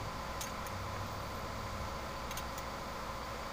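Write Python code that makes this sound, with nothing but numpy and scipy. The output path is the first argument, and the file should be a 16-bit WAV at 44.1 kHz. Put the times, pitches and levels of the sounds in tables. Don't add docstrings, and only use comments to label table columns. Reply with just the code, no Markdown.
import sys
import numpy as np
from scipy import signal
from scipy.fft import rfft, irfft
from scipy.io import wavfile

SR = 44100
rng = np.random.default_rng(int(sys.argv[2]) if len(sys.argv) > 2 else 0)


def dump(signal):
    limited = np.clip(np.atleast_2d(signal).T, -1, 1)
    pcm = np.round(limited * 32767).astype(np.int16)
    wavfile.write(sys.argv[1], SR, pcm)


N = 155232

# (frequency [Hz], level [dB])
RATTLE_SPECTRUM = [(25, -64.5), (110, -68), (220, -66), (350, -69), (430, -85.5), (560, -62.5), (700, -72),
                   (860, -64.5), (1100, -74), (1350, -67), (1700, -102), (2700, -84.5), (3500, -82),
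                   (4200, -81.5), (4900, -80), (6700, -103), (8500, -101), (11000, -115)]
MACHINE_TONES = {2: -61, 3: -62, 23: -65, 39: -55, 40: -61, 47: -62, 61: -63, 62: -61, 73: -56, 74: -53.5,
                 75: -60, 79: -64, 84: -63, 90: -64, 246: -75, 253: -74, 263: -76, 268: -75, 306: -74, 318:
                 -76, 344: -77, 352: -78, 359: -76, 374: -76}
# (time [s], frequency [Hz], level [dB])
SWELL_PATH = [(0, 104, -50), (.03, 104.5, -45), (.15, 103.2, -58), (.58, 98.2, -66), (.72, 93.6, -44.5),
              (1.1, 100.6, -47), (1.4, 92.1, -52), (1.48, 94.5, -59), (1.66, 102.5, -47), (1.74, 97.9, -50),
              (1.82, 94, -52), (1.95, 96.6, -60)]
# (frequency [Hz], level [dB])
HUM_TONES = [(60, -52), (209.6, -63), (495.6, -64), (1394.6, -62)]
# (frequency [Hz], level [dB per Hz])
HISS_SPECTRUM = [(20, -68), (45, -79), (70, -71), (130, -74), (200, -73.5), (330, -83), (480, -77.5),
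                 (690, -79), (880, -76.5), (1080, -76), (1400, -80.5), (1700, -83.5), (2200, -82.5),
                 (2700, -91), (4300, -94.5), (6700, -93.5), (8500, -103), (10600, -105), (13400, -104.5),
                 (15500, -100)]
# (time [s], gain [dB])
HISS_BASS_GAIN = [(0, 1.5), (.4, -1.5), (1.0, -1.5), (1.8, 0), (2.6, -2), (3.5, -2)]
# (time [s], overall gain [dB], 2 gains for the block's groups of notes [dB],
# 9 gains for the wrench's groups [dB], time the wrench rings freely [s], gain of the crack [dB])
CLINK_BLOWS = [(0.4082, -30, -13, -9.5, -16, -16, -18, -22, -17, -26, -24, -17, -22, 0.02, -5),
               (0.4135, -28, -20, -16, -15.5, -17, -18, -28, -22, -26, -26, -14, -19, 0.016, -12),
               (0.4352, -33.5, -15, -16, -7.5, -19, -14, -20, -21, -30, -20, -26, -22, 0.0065, -16),
               (0.4424, -35.5, -18, -10, -5.5, -18, -20, -24, -21, -30, -13, -26, -22, 0.0078, -22),
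               (0.4674, -38, 3, -13, -18, -17, -22, -26, -24, -28, -24, -21, -15, 0.021, -16),
               (0.4944, -44, -17, -7, -14, -9, -28, -28, -28, -28, -26, -23, -25, 0.012, -18),
               (0.6646, -38, -2, -12, -11, -12, -16, -10, -24, -12, -15, -10, -14, 0.011, -10),
               (2.3086, -35.5, 1, -5, -12.5, -21, -30, -32, -15, -30, -32, -26, -16, 0.018, -8.5),
               (2.3714, -29, -12, -9.5, -15, -20, -15, -30, -29, -28, -26, -11, -20, 0.012, -12),
               (2.3834, -38, -4, -3, -12, -14, -22, -26, -22, -24, -26, -22, -8, 0.019, -12),
               (2.577, -33, -7.5, -19, -15, -11, -26, -30, -28, -19, -24, -28, -8, 0.0058, -10),
               (2.586, -38.5, -4, -12, -16, -9, -26, -30, -28, -20, -24, -26, -16, 0.0083, -12)]
# (frequency [Hz], gain [dB], ring time [s])
BLOCK_NOTES = [
    [(1250, -7, .025), (1450, -6, .025), (1700, -6, .02), (1950, -5, .02), (2330, -4, .022)],
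    [(2710, -4, .035), (3000, -6, .02), (3270, -4, .04), (3480, -5, .03), (3800, -3, .045),
     (4150, -5, .015), (5000, -6, .02), (5300, -6, .015)],
]
# (frequency [Hz], gain [dB], ring time [s])
WRENCH_NOTES = [
    [(6335, -1, .11), (6490, -3, .11)],
    [(5820, -2, .09), (6690, -3, .05), (6890, -1, .05), (7200, -5, .04)],
    [(9085, -1, .1), (8460, -8, .05)],
    [(9680, -1, .06)],
    [(11650, -1, .11)],
    [(12050, -1, .06)],
    [(13440, -1, .05)],
    [(14080, -1, .09)],
    [(15380, -1, .08)],
]
# (frequency [Hz], gain [dB], ring time [s])
KNOCK_NOTES = [(720, -6, .05), (1050, -1, .04), (1650, -4, .03), (2150, -6, .03)]
# (time [s], frequency [Hz], level of a strand [dB])
SQUEAK_PATHS = [
    [(1.05, 13800, -88), (1.065, 14150, -70), (1.1, 14950, -73), (1.14, 15300, -71), (1.2, 15300, -88),
     (1.25, 14550, -71), (1.29, 15200, -75), (1.33, 15000, -75), (1.36, 14100, -72), (1.39, 13550, -70),
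     (1.41, 12400, -68), (1.42, 12100, -90)],
    [(1.06, 12900, -90), (1.11, 13150, -78), (1.16, 13300, -73), (1.185, 13900, -75), (1.23, 13650, -72),
     (1.27, 13400, -76), (1.3, 14000, -80), (1.335, 14300, -71), (1.36, 13200, -74), (1.395, 12350, -72),
     (1.41, 12200, -90)],
    [(1.21, 10500, -92), (1.226, 10450, -68), (1.245, 10350, -72), (1.26, 10200, -88), (1.29, 10150, -76),
     (1.325, 10750, -75), (1.36, 10600, -88)],
]

TURN_HZ, CUTOFF_HZ = 13.918, 15520


def from_db(db):
    return 10 ** (np.asarray(db, float) / 20)


def level_at(spectrum, hz):
    points_hz, points_db = np.transpose(spectrum)
    return np.interp(np.log(hz + 1), np.log(points_hz), points_db)


def drift(rate_hz):
    step, warm_up = 40, 4000
    pole = np.exp(-2 * np.pi * step * rate_hz / SR)
    noise = rng.standard_normal(N // step + warm_up + 2)
    slow = signal.lfilter([1], [1, -2 * pole, pole * pole], noise)[warm_up:]
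    return np.interp(np.arange(N) / step, np.arange(len(slow)), slow / np.sqrt(np.mean(slow ** 2)))


def tone(hz, db):
    cycles = rng.random() + np.cumsum(hz * np.ones(N)) / SR
    return np.sqrt(2) * from_db(db) * np.sin(2 * np.pi * cycles)


def ring(clicks, hz, ring_s):
    decay, angle = from_db(-60 / (ring_s * SR)), 2 * np.pi * hz / SR
    return signal.lfilter([0, np.sin(angle)], [1, -2 * decay * np.cos(angle), decay ** 2], clicks + 1e-18)


def machine(size=2 ** 15, wander_s=.00002):
    multiples = np.arange(size // 2 + 1)
    hz = multiples * TURN_HZ
    overtones = from_db(level_at(RATTLE_SPECTRUM, hz)) * np.sqrt(rng.exponential(1, len(hz)))
    overtones *= (hz > 0) & (hz < CUTOFF_HZ)
    overtones[list(MACHINE_TONES)] = from_db(list(MACHINE_TONES.values()))
    one_turn = irfft(overtones * np.exp(2j * np.pi * rng.random(len(hz)))) * size / np.sqrt(2)
    turns = (np.arange(N) / SR + wander_s * drift(2.1)) * TURN_HZ
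    return np.interp(turns * size, np.arange(size), one_turn, period=size) + gear_whine(turns)


def gear_whine(turns, cycles_per_turn=331.7, level_db=-64.5, flutter_db=3):
    swing = 2 * np.pi * (turns - .8)
    phase = 2 * np.pi * (cycles_per_turn * turns + rng.random())
    warble = 4.6 * np.sin(swing) + .6 * drift(20)
    dip = 1 - .1 * np.cos(swing)
    return np.sqrt(2) * from_db(level_db + flutter_db * drift(30)) * dip * np.sin(phase + warble)


def swelling_hum(fade_s=.05):
    t = np.arange(N) / SR
    times, hz, db = np.transpose(SWELL_PATH)
    return tone(np.interp(t, times, hz), np.interp(t, times, db)) * np.clip((times[-1] - t) / fade_s, 0, 1)


def steady_hums():
    return sum(tone(hz, db) for hz, db in HUM_TONES)


def hiss(waver_db=.5):
    hz = np.arange(N // 2 + 1) * SR / N
    spectrum = rfft(rng.standard_normal(N)) * from_db(level_at(HISS_SPECTRUM, hz)) * np.sqrt(SR / 2)
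    bass_db = np.interp(np.arange(N) / SR, *np.transpose(HISS_BASS_GAIN))
    out = np.zeros(N)
    for octave in range(3, 16):
        band = irfft(spectrum * np.clip(1 - abs(np.log2(hz + 1) - octave), 0, 1), N)
        out += band * from_db(waver_db * drift(6) + bass_db * (2 ** octave < 400))
    return out


def block_chatter(t, free_s, groups_db, touches_per_s=6200, touches_db=3, gain_db=-4):
    touches = (rng.random(len(t)) < touches_per_s / SR) * rng.standard_normal(len(t))
    touches *= np.clip(1 - t / free_s, 0, 1) ** .5
    force = 1. * (t == 0) + from_db(touches_db) * touches / np.linalg.norm(touches)
    return sum(ring(force, hz, ring_s) * from_db(gain_db + group_db + db) * rng.choice([-1, 1])
               for group, group_db in zip(BLOCK_NOTES, groups_db) for hz, db, ring_s in group)


def wrench_ring(t, groups_db, gain_db=1, spread_db=4.5):
    blow, out = 1. * (t == 0), np.zeros(len(t))
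    for group, group_db in zip(WRENCH_NOTES, groups_db):
        for hz, db, ring_s in group:
            note_db = gain_db + group_db + db + spread_db * rng.uniform(-1, 1)
            out += ring(blow, hz, ring_s) * from_db(note_db) * rng.choice([-1, 1])
    return out


def clinks(rise_s=.0015, grip_db=-11, grip_s=.003, crack_s=.075, room_db=-23, room_s=.35):
    t = np.arange(SR // 2) / SR
    out = np.zeros(N + len(t))
    crack_band = signal.butter(1, [1300, 8400], "band", fs=SR, output="sos")
    for time_s, level_db, low_db, high_db, *wrench_db, free_s, crack_db in CLINK_BLOWS:
        block = block_chatter(t, free_s, (low_db, high_db))
        wrench = wrench_ring(t, wrench_db)
        noise = signal.sosfilt(crack_band, rng.standard_normal(len(t)))
        crack = noise * from_db(crack_db - 60 * t / crack_s)
        room = noise * from_db(room_db - 60 * t / room_s)
        grip = from_db(grip_db * np.clip((t - free_s) / grip_s, 0, 1))
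        clink = (block + grip * (wrench + crack) + room) * np.clip(t / rise_s, 0, 1)
        start = int(time_s * SR)
        out[start:start + len(t)] += from_db(level_db) * clink
    return out[:N]


def knock(time_s=.9645, gain_db=-35):
    blow = 1. * (np.arange(N) == int(time_s * SR))
    return sum(ring(blow, hz, ring_s) * from_db(gain_db + db) for hz, db, ring_s in KNOCK_NOTES)


def squeak(strands=2, roughness=.01, flutter_db=3):
    t, out = np.arange(N) / SR, np.zeros(N)
    for times, hz, db in map(np.transpose, SQUEAK_PATHS * strands):
        pitch = np.interp(t, times, hz) * (1 + roughness * drift(110))
        level_db = np.interp(t, times, db, left=-150, right=-150) + flutter_db * drift(60)
        out += tone(pitch, level_db)
    return out


def deep_hum(start_s=1.75, hz=69.6, level_db=-46.5, rise_s=.048, ring_s=3.2):
    age = np.arange(N) / SR - start_s
    return tone(hz, level_db - 60 * age / ring_s) * np.clip(age / rise_s, 0, 1)


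def scene():
    workshop = machine() + swelling_hum() + deep_hum() + steady_hums() + hiss()
    return (workshop + clinks() + knock() + squeak())[None]


def record(dry):
    return signal.sosfilt(signal.ellip(12, .5, 45, CUTOFF_HZ, fs=SR, output="sos"), dry)


dry = scene()
out = record(dry)
dump(out)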